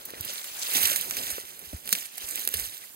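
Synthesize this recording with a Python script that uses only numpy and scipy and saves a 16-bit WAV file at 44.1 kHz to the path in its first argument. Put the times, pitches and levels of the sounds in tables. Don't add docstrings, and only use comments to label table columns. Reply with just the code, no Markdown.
import sys
import numpy as np
from scipy import signal
from scipy.fft import rfft, irfft, next_fast_len
from scipy.io import wavfile
from scipy.ndimage import uniform_filter1d, map_coordinates

SR = 44100
rng = np.random.default_rng(int(sys.argv[2]) if len(sys.argv) > 2 else 0)


def wav_out(sig):
    wavfile.write(sys.argv[1], SR, np.round(np.clip(np.atleast_2d(sig).T, -1, 1) * 32767).astype(np.int16))


def nominal_scale(level):
    x = np.asarray(level, float) / 20
    return 10 ** x


N = 130095

# t/s, level/dB, brightness/dB, heap depth/dB, source width/dB
STIR = [(0, -57.5, 1.5, 9, 2), (.2, -56.5, -9.5, 17.5, -3), (.3, -42, -3, 1, -1), (.52, -46.5, -4, -10, 4),
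        (.675, -42.5, -3, 1, 3.5), (.76, -31, 4, 1, -2), (.93, -32.5, 1.5, 2, 3),
        (1.07, -43.5, 2, 3.5, 6.5), (1.3, -38.5, 0, -0.5, 2), (1.46, -52.5, 1, 0.5, 5.5),
        (1.82, -57.5, -0.5, 6, 7.5), (1.956, -38.5, 8, 4.5, 4), (2.11, -57.5, -10.5, -6, 13),
        (2.29, -43, 1.5, 1, 5.5), (2.5, -45.5, 2.5, 6, 4), (2.6, -39.5, 3, -1.5, 2),
        (2.78, -51, -1.5, -6.5, 5.5), (2.95, -62, -1.5, -13, 15.5)]
# f/Hz, level/dB
HEAP_COLOUR = [(28, -0.5), (65, -6), (140, -7), (380, -2.5), (900, -6.5), (2100, -16.5)]
# t/s, peak/dB, ring f/Hz, body share/dB, spray after it/dB
SNAPS = [(0.0527, -25, 13300, -37.5, 0), (0.1042, -21.5, 11900, -17, -17),
         (0.2089, -14, 11700, -47, -13), (0.2488, -23, 11800, -27, -1), (0.181, -30, 11000, -3, -22),
         (0.279, -24, 3000, -23, -18), (0.634, -32, 5500, -25, -25),(0.3345, -26, 13200, -27, -3),
         (0.358, -25, 2800, -32, -23), (0.443, -27, 8200, -7, -3.5), (0.6318, -18, 4200, -31, -21),
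         (0.7388, -15.5, 12300, -30, -6), (0.7543, -20, 2500, -14, -16), (0.769, -13, 8700, -15, -4),
         (0.8155, -16, 9390, -9, -20), (0.8302, -15, 11900, -2, -7.5), (0.8532, -18, 4240, -17, -5),
         (0.8717, -7.5, 8700, -32, -40.5), (0.9176, -16, 4430, -24, -10.5),
         (0.9604, -10, 9300, -9, -11), (1.0115, -13, 9800, -41, -24), (1.1094, -11, 11000, -0.5, -27),
         (1.1684, -13.5, 14000, -11, -8), (1.2615, -26, 11900, -12, -27), (1.29, -31, 8940, -10, -20),
         (1.4525, -26, 11800, -12, -15), (1.073, -26, 11000, -11, -20), (1.099, -17, 12000, -22, -25),
         (1.302, -14, 11900, -12, -8), (1.5919, -25, 9050, -52, -12),
         (1.8577, -27, 8670, -20, -22), (2.0002, -22, 11500, -23, -25), (2.0282, -24, 11500, -25, -18),
              (2.422, -23, 12000, -30, -20), (1.8758, -16.5, 12100, -5, -23), (1.8916, -15, 9000, -18, -18),
              (1.9056, -24, 11700, -13, -4), (1.9272, -1, 10800, -11, -17.5), (1.9512, -15, 9110, 2.5, -17),
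              (2.0546, -33.5, 8800, 0, -6.5), (2.156, -31, 11600, -15, -15), (2.1804, -17, 11100, -10, -14),
              (2.3572, -9, 12800, -40, -25), (2.3765, -24, 2520, -21, -19), (2.393, -22.5, 11500, -12, -3),
              (2.4514, -13.5, 14000, -13, -18), (2.4752, -4.5, 9300, -10, -19),
              (2.489, -9, 14400, -23, -21), (2.5398, -14, 9800, -9, -4), (2.5975, -12, 12200, -37.5, -18),
              (2.6413, -17, 11800, -8, -20), (2.746, -21, 11800, -44, -30), (2.7779, -26, 12400, -19, -13)]
# centre t/s, level/dB, colour f/Hz, length/s
CRUNCHES = [(0.142, -45, 2500, .02), (0.299, -34.5, 4850, 0.034), (.59, -41, 7000, .045),
            (0.625, -33, 5100, .022), (0.736, -33, 9000, .012), (0.771, -26, 4230, 0.044),
            (0.818, -33, 9000, 0.018), (0.831, -27, 9000, .012), (0.854, -23, 4320, .016),
            (.875, -23.5, 9000, .014), (0.931, -37, 4500, 0.029), (0.971, -32, 9000, 0.026),
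            (1.183, -33.5, 4970, .025), (1.311, -34, 9000, 0.026), (1.93, -24, 5670, 0.018),
            (2.057, -41.5, 9000, 0.025), (2.178, -38.5, 9000, 0.016), (2.3, -36, 9000, 0.061),
            (2.406, -43, 9000, 0.024), (2.55, -37.5, 4000, 0.018), (2.605, -40, 11100, .03)]
# t/s, peak/dB, pitch f/Hz, length/cycles
THUDS = [(0.203, -30, 89, 1.2), (0.258, -41, 119, 1), (0.837, -36.5, 71.4, 2.2), (1.098, -43, 52.3, 1.1),
         (1.325, -39, 67, 1.3), (1.739, -21, 71.15, 1.13), (2.236, -41, 54, 0.92), (2.545, -33, 78, 2.9),
         (2.608, -35.5, 48.7, 1.84), (0.15, -49, 151, 1.2), (0.69, -53.5, 70, 1.5), (1.265, -45, 70, 1.4),
         (1.67, -45, 70, 1.7), (1.83, -50, 50, 1.5), (2.0, -55, 45.5, 1.5), (2.67, -45, 86, 1.9)]
# t/s, peak/dB, pitch f/Hz, length/cycles
KNOCKS = [(0.136, -30.5, 424, 0.9), (0.296, -38, 553, 3.6), (0.752, -37, 270, 2.9), (0.914, -33, 580, 4.3),
          (1.078, -43, 362, 5.7), (1.382, -28.5, 440, 1.46), (1.623, -55.5, 183, 2.9),
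          (1.73, -33, 236, 1.97), (1.851, -55, 233, 3.5), (1.925, -37.5, 190, 3), (2.177, -42, 716, 2.5),
          (2.473, -37.5, 372, 1.9), (2.539, -35, 433, 2.7)]
# f/Hz, likeness/1
LIKENESS = [(60, .9), (300, .96), (1400, .86), (3400, .9), (5600, .84), (7100, .5), (9100, .42),
            (12100, .25), (15100, .1)]
# t/s, treble right over left/dB
FACING = [
    (0, -6.5),
    (.3, 1),
    (.5, -8.5),
    (.66, -7),
    (.8, 3.5),
    (1.2, 0),
    (1.7, 0.5),
    (2.1, -1),
    (2.95, 2),
]
# f/Hz, level/dB
LEFT_COLOUR = [(300, -4.5), (2300, 1), (3600, -2), (5500, -1), (7000, -1), (7600, -10), (11000, -4),
               (15600, -3)]
# f/Hz, level/dB
RIGHT_COLOUR = [(300, -4), (2200, 1.5), (3100, 3), (3900, 1), (5600, -2), (7500, 1.5), (9000, 6),
                (10500, 0.5), (12000, 8), (14000, 1), (15700, 2)]
# f/Hz, extra left lag/rad
TWIST = [(3000, 0.0476), (5000, -0.3), (7300, 0.37), (10000, -1.9), (13000, -2.5)]

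GRAINS_PER_S, GRAIN_HZ, GRAIN_OCTAVES, GRAIN_CYCLES, GRAIN_SPREAD_DB = 800, 6460, 0.58, 3.5, 2.3
LEAF_DB, LEAF_LOW_HZ, BRIGHT_HZ = 8, 290, 7400
CLUMP_DB, SHUFFLE_DB, HISS_DB, CRACKLE_DB = 2.2, 1.8, -2, -6
HEAP_DB, HEAP_FOLLOWS_DB_PER_DB, AIR_DB = -49.5, 0.63, -54
SNAP_DB, RING_DB, SHARP_HZ = -0.5, -3.5, 9000
SNAP_S, AFTER_S, SPRAY_RISE_S = .00022, .035, .002
CRUNCH_OCTAVES, CRUNCH_GRIT_DB = .9, 6
PASS_S = .8
FACING_HZ, LAG_S, LOW_CUT_HZ, TOP_HZ = 7000, 20 / 44100, 40, 15800


def unit(x):
    return x / np.sqrt(np.mean(x ** 2) + 1e-20)


def along(points, hz):
    f, v = np.transpose(points)
    return np.interp(np.log(hz + 1), np.log(f + 1), v)


def filtered(x, response):
    m = next_fast_len(N + 8192)
    return irfft(rfft(x, m) * response(np.fft.rfftfreq(m, 1 / SR)), m)[..., :N]


def high_pass(x, hz, order):
    return filtered(x, lambda f: f ** order / (f ** order + hz ** order))


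def band_pass(x, order, band_hz):
    return signal.sosfilt(signal.butter(order, band_hz, "band", fs=SR, output="sos"), x)


def stir():
    s, *columns = np.transpose(STIR)
    return [np.interp(np.arange(N) / SR, s, c) for c in columns]


def wobble(rate_hz):
    return map_coordinates(rng.standard_normal(N // 40), [np.arange(N) * rate_hz / SR])


def patchy(depth_db):
    z = signal.stft(rng.standard_normal((2, N)), nperseg=256)[2]
    field = uniform_filter1d(rng.standard_normal(z.shape[1:]), size=10, axis=0)
    field = uniform_filter1d(field, size=5, axis=1)
    return unit(signal.istft(z * nominal_scale(depth_db * unit(field)), nperseg=256)[1][:, :N])


def crackle():
    draw = rng.random((3500, 5))
    gap_s = -np.log(draw[:, 0] + 1e-9) / GRAINS_PER_S
    start = (np.cumsum(gap_s) * SR).astype(int)
    octaves = GRAIN_OCTAVES * 2 * (2 * draw[:, 1] - 1)
    hz = np.clip(GRAIN_HZ * 2 ** octaves, 300, 16000)[:, None]
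    t = np.arange(192) / SR
    u = t * hz * np.pi / GRAIN_CYCLES
    size = nominal_scale(-GRAIN_SPREAD_DB * np.log(draw[:, 2:3] + 0.087)) * np.sqrt(hz)
    shape = size * u * np.exp(-u)
    at = np.minimum(start[:, None] + np.arange(192), N).ravel()
    rings = [shape * np.sin(2 * np.pi * (hz * t + draw[:, k:k + 1])) for k in (3, 4)]
    return unit(np.array([np.bincount(at, r.ravel(), N + 1)[:N] for r in rings]))


def leaves():
    level_db, bright_db, heap_db, _ = stir()
    shuffle_db = SHUFFLE_DB * (wobble(27.85) + 0.088 * wobble(150))
    hiss = nominal_scale(HISS_DB) * unit(nominal_scale(shuffle_db + 0.55 * wobble(600)) * patchy(depth_db=2.0))
    grains = nominal_scale(CRACKLE_DB) * unit(nominal_scale(shuffle_db + CLUMP_DB * wobble(70)) * crackle())
    litter = high_pass(hiss + grains, LEAF_LOW_HZ, order=2)
    top = high_pass(litter, BRIGHT_HZ, order=4)
    litter = nominal_scale(-bright_db / 2) * (litter - top) + nominal_scale(bright_db / 2) * top
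    rustle = nominal_scale(3.06 * wobble(22.36)) * patchy(depth_db=1.5)
    heap = unit(filtered(rustle, lambda hz: nominal_scale(along(HEAP_COLOUR, hz))))
    heap_gain = nominal_scale(HEAP_DB + heap_db + HEAP_FOLLOWS_DB_PER_DB * (level_db - level_db.mean()))
    return nominal_scale(level_db + LEAF_DB) * litter + heap_gain * heap


def air():
    return nominal_scale(AIR_DB) * patchy(depth_db=-7.5)


def snaps():
    out, t = np.zeros((2, N + SR)), np.arange(SR // 8) / SR
    crack = (t / SNAP_S) ** 2 * np.exp(-t / SNAP_S)
    for s, peak_db, hz, body_db, after_db in SNAPS:
        noise = rng.standard_normal((3, 2, len(t)))
        body = nominal_scale(body_db + 3.0) * unit(band_pass(noise[0], 2, [1500, 6000]))
        ring = nominal_scale(RING_DB) * unit(band_pass(noise[1], 1, [hz * 0.95, min(hz * 1.3, 17000)]))
        sharp = min(hz / SHARP_HZ, 1) ** 2 * np.diff(noise[2], prepend=0) / 2
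        sound = sharp + ring + body
        spray = nominal_scale(after_db - 60 * t / AFTER_S) * (1 - np.exp(-t / SPRAY_RISE_S))
        fade = crack / np.abs(crack * sound[0]).max() + spray
        out[:, round(s * SR):][:, :len(t)] += nominal_scale(peak_db + SNAP_DB) * sound * fade
    return out[:, :N]


def crunches():
    out = np.zeros((2, N + SR))
    f = np.fft.rfftfreq(SR // 5, 1 / SR) + 1
    for s, level_db, hz, length_s in CRUNCHES:
        u = np.linspace(-1.5, 1.5, round(3 * length_s * SR))
        noise = rng.standard_normal((3, SR // 5))
        grit = nominal_scale(CRUNCH_GRIT_DB * unit(uniform_filter1d(noise[2], size=40)))
        colour = np.exp(-(np.log2(f / hz) / CRUNCH_OCTAVES) ** 2)
        burst = unit(irfft(rfft(noise[:2] * grit) * colour))
        swell = nominal_scale(level_db) * np.exp(-4 * u ** 2)
        out[:, round((s - 1.5 * length_s) * SR):][:, :len(u)] += swell * burst[:, :len(u)]
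    return out[:, :N]


def contacts(rows, lift_db, overtone_db, sag_cycles):
    out, t = np.zeros(N + SR), np.arange(SR // 6) / SR
    for s, peak_db, hz, cycles in rows:
        u = t * hz / cycles * np.e
        turns = hz * t + sag_cycles * (1 - np.exp(-hz * t))
        overtone = nominal_scale(overtone_db) * np.exp(-u / 2) * np.sin(2 * np.pi * 2.41 * turns)
        swing = np.sin(2 * np.pi * turns) + overtone
        out[round(s * SR):][:len(t)] += nominal_scale(peak_db + lift_db) * u * np.exp(1 - u) * swing
    return out[:N]


def knocks():
    return contacts(KNOCKS, lift_db=3.5, overtone_db=-0.5, sag_cycles=0.21)


def thuds():
    return contacts(THUDS, lift_db=-2.0, overtone_db=-6.5, sag_cycles=0.046)


def at_ports(field):
    def split(hz):
        turn = np.arccos(np.clip(along(LIKENESS, hz), -1, 1)) / 2
        return np.array([np.cos(turn), np.sin(turn)])
    common, apart = filtered(field, split)
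    pair = np.array([common + apart, common - apart])
    treble = high_pass(pair, FACING_HZ, order=4)
    facing_db = np.interp(np.arange(N) / SR, *np.transpose(FACING))
    return pair + treble * (nominal_scale(np.array([-facing_db, facing_db]) / 2) - 1)


def scene():
    field = leaves() + snaps() + crunches() + air()
    pass_db = np.interp(np.arange(N) / SR, [PASS_S - .1, PASS_S + .1], [4, -4])
    field[1] *= nominal_scale(stir()[3] + pass_db)
    field[0] += knocks() + thuds()
    return at_ports(field)


def top_cut(x):
    return signal.sosfilt(signal.butter(12, 16830, fs=SR, output="sos"), x)


def record(dry):
    def ports(hz):
        lag = np.exp(-1j * (2 * np.pi * hz * LAG_S + along(TWIST, hz)))
        band = (hz < TOP_HZ) * hz ** 3 / (hz ** 3 + LOW_CUT_HZ ** 3)
        return np.array([nominal_scale(along(LEFT_COLOUR, hz)) * lag, nominal_scale(along(RIGHT_COLOUR, hz))]) * band
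    mix = np.clip(filtered(dry, ports), -1, 1)
    return top_cut(mix)


dry = scene()
out = record(dry)
wav_out(out)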